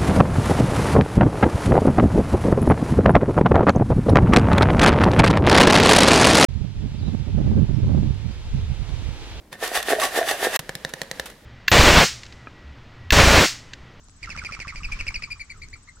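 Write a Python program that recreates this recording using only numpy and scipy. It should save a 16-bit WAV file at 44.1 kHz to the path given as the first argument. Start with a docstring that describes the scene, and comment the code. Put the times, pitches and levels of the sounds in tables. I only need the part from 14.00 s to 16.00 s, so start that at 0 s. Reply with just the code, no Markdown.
"""A garden, in stereo: from the start an insect chirps steadily on the left over faint hiss and low rumble.
After two faint ticks a bird, by its sound a dove, takes off close to the microphone. Its feathers
whistle, high on each downstroke and lower on the upstrokes. For the first second the wings also clap,
and their strokes push air at the microphone. Then the beats slow and fade as the bird flies off to the
left, with a little more echo off the ground and nearby surfaces."""
import sys
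import numpy as np
from scipy import signal
from scipy.fft import rfft, irfft
from scipy.io import wavfile

SR = 44100
rng = np.random.default_rng(int(sys.argv[2]) if len(sys.argv) > 2 else 0)


def wav_record(signal):
    """Record a signal, one row per channel, as 16-bit PCM in the file named by sys.argv[1]."""
    frames = np.transpose(np.atleast_2d(signal))
    bounded = np.clip(frames, -1, 1)
    # unit amplitude maps onto the largest positive 16-bit level
    quanta = np.round(bounded * 32767).astype(np.int16)
    wavfile.write(sys.argv[1], SR, quanta)


N = 88200
T = np.arange(N) / SR
FLUTTER_HZ, FLUTTER_DB = 150, 0.5
ATTACK_S, RELEASE_S = 0.0029, 0.011

# Downstrokes, close by, crossing from right to left. Each row: start in seconds, length in seconds,
# pitch in Hz, opening overshoot in Hz, closing drop in Hz, level in dB, swell through the stroke in dB,
# early dip or bump in dB, octave in dB before colouring, left over right in dB.
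DOWNSTROKES = [ (0.227, 0.03, 2200, 304, 460, -36, 0, -1.5, -6.5, -3.5),
               (0.297, 0.038, 2298, 484, 600, -40, 10.5, 2.5, -7, -4.5),
               (.373, 0.029, 2408, 143, 544, -33, 9, -8, -10.5, -2),
               (.447, 0.029, 2433, -14, 660, -33, 3, 0, -9, -2.5),
               (0.52, 0.038, 2396, 120, 500, -36.5, -5, -3, -8.5, -2.5),
               (0.6, 0.036, 2283, 142, 634, -35, -4, -5.5, -9, -3),
               (0.677, 0.039, 2223, 351, 470, -37, -5.5, -0.5, -8.5, -2.5),
               (.756, 0.046, 2358, 191, 151, -42.5, -15.5, -3, -6, -1.5),
               (.832, 0.03, 2520, 516, 404, -29.5, 5, -17, -10, -0.5),
               (0.915, 0.024, 2437, 100, 298, -31, 17, 4, -19, 0.5),
               (.989, 0.028, 2604, 192, 586, -30, 18, -7.5, -11.5, 1),
               (1.066, .030, 2356, 503, 340, -27.5, 9, -10.5, -5.5, 1),
               (1.141, 0.03, 2408, 465, 288, -28.5, 6.5, -8.5, -2.5, 3),
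               (1.221, .031, 2342, 289, 150, -32.5, -3.5, -15.5, -3, 3.5),
               (1.302, 0.033, 2420, 9, 100, -33, 12, -1.5, -5, 4.5),
               (1.395, 0.031, 2309, 15, 154, -36.5, 14, 1, -1.5, 5.5),
               (1.496, 0.03, 2289, 0, 263, -39.5, 9, 2.5, 0, 6),
               (1.616, 0.039, 2280, -15, 100, -45, -4, 2.5, 1.5, 6.5),
               (1.729, 0.022, 2336, -8, 376, -39, 4.5, -1, -3.5, 4),
               (1.873, 0.028, 2152, 0, 50, -45.5, 9, -11, -0.5, 5)]
# Roughness of the whistle. Each row: time in seconds, noise as a share of the fundamental.
ROUGHNESS = [(.23, 0.14), (.7, 0.11), (.9, 0.16), (1.15, 0.39), (1.4, .12), (1.9, 0.07)]
# Harmonics 3 to 6, each in dB before colouring.
OVERTONES_DB = [-27.5, -23.5, -36.5, -38]
# How the overtones carry to the microphone. Each row: frequency in Hz, gain in dB.
OVERTONE_COLOUR = [(3800, -8.5), (4300, -14), (4750, -1.5), (5050, -1), (5500, 0.5), (6500, 12.5),
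                   (8200, -2), (9500, 1.5), (11000, -9), (12200, -1.5), (15000, -15.5)]
def downstrokes():
    """Fluttering feathers: the pitch leaps up, sags through the stroke and drops as the wing stops."""
    rise_hz, rise_s, overshoot_s, sag_hz = 446, 0.003125, 0.00682, 100
    lead_s = np.array([[0], [0.00006]])   # the right channel is slightly ahead
    out, waver, shake = np.zeros((2, N)), drift(FLUTTER_HZ), drift(FLUTTER_HZ)
    for start, length, pitch, overshoot, drop, db, swell_db, dip_db, octave_db, pan_db in DOWNSTROKES:
        i, t = during(start, length)
        u = t / length
        hz = pitch - rise_hz * np.exp(-(t / rise_s) ** 2)
        hz += overshoot * (t / overshoot_s) ** 2 * np.exp(2 - 2 * t / overshoot_s) * (1 - u)
        hz -= sag_hz * (u - .5) + drop * u ** 6
        rough = np.interp(start, *np.transpose(ROUGHNESS))
        partials = wing_pair(hz * (1 + 0.022 * waver[i]), rough, count=6)
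        lead = np.exp(2j * np.pi * pitch * lead_s)
        tone = partials[0] * lead
        for k, overtone_db in enumerate([octave_db - 0.5 * (u - .5)] + OVERTONES_DB, 2):
            gain = from_db(overtone_db + at_hz(OVERTONE_COLOUR, k * hz))
            tone += partials[k - 1] * lead ** k * gain * pan(-9 if k == 2 else 0)
        dip = np.exp(-((t - .008) / .0045) ** 2)
        shape_db = swell_db * (u - .5) + dip_db * dip + FLUTTER_DB * shake[i]
        envelope = gate(t, length, ATTACK_S, RELEASE_S) * from_db(db + shape_db)
        out[:, i] += np.sqrt(2) * tone.real * envelope * pan(pan_db)
    return out


# Upstrokes, right of centre. Each row: start in seconds, length in seconds, pitch in Hz, level in dB.
UPSTROKES = [(0.273, 0.023, 1302, -38.5), (0.349, 0.016, 1334, -39), (.416, 0.023, 1340, -38.5),
             (.490, 0.023, 1268, -38.5), (0.566, 0.018, 1235, -40.5), (0.648, 0.019, 1200, -38),
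             (0.724, 0.026, 1219, -40), (0.803, 0.019, 1172, -45.5), (0.885, 0.024, 1143, -44.5),
             (0.967, 0.017, 1180, -46), (1.118, .018, 1145, -49.5), (1.193, 0.0173, 1206, -48),
             (1.273, 0.027, 1113, -49), (1.357, 0.034, 1110, -57.5), (1.541, 0.063, 1318, -56.5),
             (1.757, 0.014, 1246, -51.5), (1.877, 0.016, 1254, -57.5), (1.968, .014, 1400, -56.5)]
def upstrokes():
    """A lower whistle that falls and fades as the wings lift."""
    fall, fade_db, octave_db = 0.26, -7.5, -22
    out, waver, shake = np.zeros(N), drift(FLUTTER_HZ), drift(FLUTTER_HZ)
    for start, length, pitch, db in UPSTROKES:
        i, t = during(start, length)
        u = t / length - .5
        hz = pitch * (1 - fall * u + 0.046 * waver[i])
        fundamental, octave = wing_pair(hz, rough=0.23, count=2).real
        envelope = gate(t, length, attack_s=.0015, release_s=.007)
        envelope *= from_db(db + fade_db * u + FLUTTER_DB * shake[i])
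        out[i] += (fundamental + from_db(octave_db) * octave) * envelope
    return out * pan(-4.5)


def wing_pair(hz, rough, count):
    """Partials of two wings whistling slightly apart, so that they beat; turbulence roughens each."""
    t = np.arange(len(hz)) / SR
    k = np.arange(1, count + 1)[:, None]
    phase = 2 * np.pi * np.cumsum(hz) / SR
    apart_hz = rng.normal(-135, 44.4)
    other_wing = from_db(-8.5) * np.exp(2j * np.pi * k * (apart_hz * t + rng.random()))
    lowpass = signal.butter(2, 149, fs=SR, output="sos")
    turbulence = rms_one(signal.sosfilt(lowpass, rng.standard_normal((2, count, SR // 10))))
    real, imag = turbulence[..., -len(t):]
    depth = rough * k
    modulation = (1 + other_wing + depth * (real + 1j * imag)) / np.sqrt(1 + 2 * depth ** 2)
    return np.exp(1j * k * phase) * modulation


# Wing claps near the microphone. Each row: start in seconds, slap in dB, thump in dB.
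CLAPS = [(.292, -39, -30.5), (0.363, -35.5, -30.5), (0.437, -37.5, -32.5), (0.511, -40.5, -28.5),
         (0.591, -39, -28.5), (.671, -40, -32.5), (0.749, -45.5, -31.5), (.824, -48, -29.5),
         (0.958, -50, -32), (1.106, -40.5, -40)]
# Spectrum of a slap. Each row: frequency in Hz, relative level in dB.
CLAP_COLOUR = [(150, 5), (400, -7), (900, 0.5), (1600, 6.5), (2600, 3), (3600, -16), (5500, -0.5),
               (8000, -17.5), (11000, -27), (15000, -39)]
def wing_claps():
    """The wings slap together at the top of a beat."""
    return bursts(CLAPS, CLAP_COLOUR, decay_s=0.0029)


# Air reaching the microphone from a downstroke. Each row: time in seconds, pulse height in dB.
PUSH = [(.23, -38.5), (.5, -46.5), (.68, -36), (.77, -26), (.85, -25), (1.0, -24.5), (1.08, -26),
        (1.16, -30.5), (1.24, -37.5), (1.4, -38.5), (1.9, -67)]
def air_pulses():
    """Each downstroke sucks, then pushes; each clap thumps."""
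    out = np.zeros(N)
    for start, *_ in DOWNSTROKES:
        suction = from_db(-1) * pulse(start + 0.017, width_s=0.0041)
        push = pulse(start + 0.0344, width_s=0.003)
        out += level(PUSH, start) * (push - suction)
    for start, _, thump_db in CLAPS:
        out -= from_db(thump_db) * pulse(start + 0.0013, width_s=0.0013)
    return signal.sosfilt(signal.butter(1, 10, "high", fs=SR, output="sos"), out)


# Feather snaps while the bird is near. Each row: start in seconds, level in dB.
SNAPS = [(.258, -41), (.303, -36.5), (.375, -36.5), (.448, -35), (.523, -35), (.549, -37.5), (.601, -33.5),
         (.681, -42), (.758, -39.5), (.922, -35), (1.009, -36), (1.068, -44), (1.144, -47.5),
         (1.224, -37.5)]
# Spectrum of a snap. Each row: frequency in Hz, relative level in dB.
SNAP_COLOUR = [(150, -10), (400, 2), (900, -8), (1600, 0.5), (2600, 8), (3600, -12), (5500, 2),
               (8000, -14.5), (11000, -29), (15000, -32)]
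def feather_snaps():
    """Feathers snap as they load and unload."""
    return bursts(SNAPS, SNAP_COLOUR, decay_s=0.0023)


# Downstroke hiss and lasting rustle, fading with distance. Each row: time in seconds, level in dB.
STROKE_HISS = [(.23, -46), (.38, -44.5), (.6, -44.5), (.76, -46), (.84, -47), (.93, -42), (1.08, -43),
               (1.16, -44.5), (1.3, -49.5), (1.5, -55.5), (1.88, -64)]
RUSTLE = [(0, -100), (.2, -61.5), (.23, -49.5), (.4, -45), (.65, -50), (.82, -50.5), (.95, -42), (1.1, -48),
          (1.25, -51.5), (1.45, -59.5), (1.75, -59), (2, -77)]
# Their spectra. Each row: frequency in Hz, relative level in dB.
STROKE_HISS_COLOUR = [(100, 4.5), (200, 8.5), (350, -6), (600, -3.5), (1200, -3.5), (2000, 8.5),
                      (2700, 7.5), (3500, -9.5), (5500, 3), (7500, -7.5), (10000, -16), (12500, -35),
                      (15000, -42)]
RUSTLE_COLOUR = [(100, 16.5), (200, 3), (350, -1.5), (700, -10.5), (1200, 3), (2400, 3.5), (3500, -5.5),
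                 (5500, -1.5), (7500, -21), (10000, -22.5), (15000, -57)]
def feather_rustle():
    """Air through the feathers: a bright hiss on each downstroke over a duller, lasting rustle."""
    strokes = sum(gate(T - start, length, ATTACK_S, RELEASE_S) for start, length, *_ in DOWNSTROKES)
    hiss = noise(STROKE_HISS_COLOUR) * level(STROKE_HISS) * strokes
    return hiss + noise(RUSTLE_COLOUR) * level(RUSTLE)


# Low turbulence at the microphone. Each row: time in seconds, level in dB.
DRAUGHT = [(0, -50.5), (.19, -51), (.25, -42), (.45, -44), (.65, -51), (.9, -40.5), (1.1, -42.5),
           (1.3, -46.5), (1.45, -56), (1.58, -44.5), (1.76, -46), (1.83, -54), (1.95, -55), (2, -44.5)]
# Its spectrum. Each row: frequency in Hz, relative level in dB.
DRAUGHT_COLOUR = [(20, 5.5), (40, -6.5), (80, -3), (130, -12.5), (220, -26), (400, -27), (1000, -57)]
def wake():
    """The bird's wake rumbles on the microphone."""
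    return noise(DRAUGHT_COLOUR) * level(DRAUGHT)


def insect():
    """Thin, even chirps well to the left, each an arch in pitch with a dip in level after its top."""
    period_s, length_s = .06397, 0.021
    pitch_hz, arch_hz, fall_hz = 8063, 464, 117
    out, waver = np.zeros(N), drift(300)
    for start in np.arange(.0335, N / SR, period_s):
        i, t = during(start + rng.normal(0, 0.0002), length_s)
        u = 2 * t / length_s - 1
        hz = pitch_hz - arch_hz * u * u - fall_hz * u / 2 + 25 * waver[i]
        arch = np.sqrt(np.clip(1 - u * u, 0, 1))
        dip = 1 - .5 * np.exp(-((u - .25) / .17) ** 2)
        out[i] += np.sqrt(2) * arch * dip * np.sin(2 * np.pi * np.cumsum(hz) / SR)
    return out * from_db(-61.5) * pan(16.5)


# Ticks in the garden. Each row: start in seconds, level in dB.
TICKS = [(.085, -47), (.096, -49.5), (1.686, -45)]
# Spectrum of a tick. Each row: frequency in Hz, relative level in dB.
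TICK_COLOUR = [(1000, -5.5), (4000, -9), (6300, 1), (9000, -13), (14000, -55)]
def ticks():
    """Faint dry ticks, two before the take-off and one near the end."""
    return bursts(TICKS, TICK_COLOUR, decay_s=.0009)


# Paths to the microphone off the ground and nearby surfaces.
# Each row: delay in seconds, left gain in dB, right gain in dB.
ECHOES = [(.0052, -15, -49), (0.0138, -13, -18), (0.0215, -21.5, -24.5)]
def reflections(x):
    """A few near echoes and a short scatter from the trees."""
    tail_t60_s, tail_db = 0.15, -14.5
    echoes = np.zeros((2, N))
    for delay, left_db, right_db in ECHOES:
        delayed = np.array([np.interp(T - delay, T, channel, left=0) for channel in x])
        echoes += from_db([[left_db], [right_db]]) * delayed
    t = T[:N // 4]
    scatter = rng.standard_normal((2, len(t))) * from_db(-60 * t / tail_t60_s) * np.clip(t / 0.0033, 0, 1)
    scatter /= np.sqrt(np.sum(scatter ** 2, axis=1, keepdims=True))
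    return echoes + from_db(tail_db) * signal.fftconvolve(x, scatter, axes=1)[:, :N]


# Rumble and hiss all around the microphone. Each row: frequency in Hz, relative level in dB.
GARDEN_COLOUR = [(15, -53), (25, -35.5), (133, 3), (289, -0.5), (331, -16), (722, -12), (1300, -6.5),
                 (1660, -9.5), (2120, -15), (2420, -17.5), (4150, -12.5), (4870, -26.5), (7910, -31),
                 (8810, -25.5), (15500, -67)]
HISS_COLOUR = [(3000, -34), (4500, -5), (5800, 0.5), (7100, 3), (7700, -3), (10000, -45)]
def garden():
    """The garden's steady background: a low rumble and a faint high hiss."""
    return from_db(-60.5) * noise(GARDEN_COLOUR) + from_db(-61.5) * noise(HISS_COLOUR)


# Likeness of the microphone's two channels. Each row: frequency in Hz, correlation from 0 to 1.
LIKENESS = [(40, 1), (125, 0.95), (250, 0.87), (500, 0.7), (1200, 0.61), (2400, 0.037), (5000, 0),
            (12000, 0)]
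def noise(colour):
    """Coloured stereo noise at unit rms, alike in the bass and unrelated in the treble."""
    hz = np.arange(N // 2 + 1) * SR / N
    mid, side = rfft(rng.standard_normal((2, N)))
    alike = at_hz(LIKENESS, hz)
    both = np.sqrt(1 + alike) * mid + np.sqrt(1 - alike) * side * np.array([[1], [-1]])
    return rms_one(irfft(both * from_db(at_hz(colour, hz)) * (hz > 20), N))


def bursts(rows, colour, decay_s):
    """Short dying bursts of noise."""
    envelope = np.zeros(N)
    for start, db, *_ in rows:
        i, t = during(start, 10 * decay_s)
        envelope[i] += from_db(db) * t / decay_s * np.exp(2 - 2 * t / decay_s)
    return envelope * noise(colour)


def pulse(at_s, width_s):
    """A smooth pulse of pressure."""
    return np.exp(-((T - at_s) / width_s) ** 2 / 2)


def drift(rate_hz):
    """A smooth random wander at unit rms."""
    pole = np.exp(-2 * np.pi * rate_hz / SR)
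    return rms_one(signal.lfilter([1], [1, -2 * pole, pole * pole], rng.standard_normal(2 * N))[N:])


def gate(t, length, attack_s, release_s):
    """Attack, hold, release."""
    attack = np.sin(np.pi / 2 * np.clip(t / attack_s, 0, 1))
    return attack * np.sin(np.pi / 2 * np.clip((length - t) / release_s, 0, 1))


def during(start, length):
    """Sample indices of an event and the time since its start."""
    i = np.flatnonzero((T >= start) & (T < start + length))
    return i, T[i] - start


def level(rows, t=T):
    """Gain along a curve of seconds and dB."""
    return from_db(np.interp(t, *np.transpose(rows)))


def at_hz(points, hz):
    """Read a spectrum on a log-frequency axis."""
    freqs, values = np.transpose(points)
    return np.interp(np.log(hz + 1), np.log(freqs), values)


def pan(db):
    """Left and right gains; positive dB is to the left."""
    return from_db(np.array([[db], [-db]]) / 2)


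def from_db(db):
    """Decibels to gain."""
    return 10 ** (np.asarray(db) / 20)


def rms_one(x):
    """Scale to unit rms."""
    return x / np.sqrt(np.mean(x ** 2) + 1e-20)


def scene():
    """The bird, more echoing as it leaves the microphone, over the insect and the garden."""
    wetter_db_per_s = 1.5
    feathers = wing_claps() + feather_snaps() + feather_rustle()
    bird = downstrokes() + upstrokes() + feathers * pan(-1.5)
    small_sounds = insect() + ticks()
    background = garden()
    echoes = reflections(bird * from_db(wetter_db_per_s * (T - 1)) + small_sounds / 2)
    return bird + small_sounds + echoes + air_pulses() + wake() + background


def record(dry):
    """A steep low-pass cuts the top, 70 dB down from 16.5 kHz."""
    return signal.sosfilt(signal.cheby2(12, 70, 16500, fs=SR, output="sos"), dry)


dry = scene()
out = record(dry)
wav_record(out)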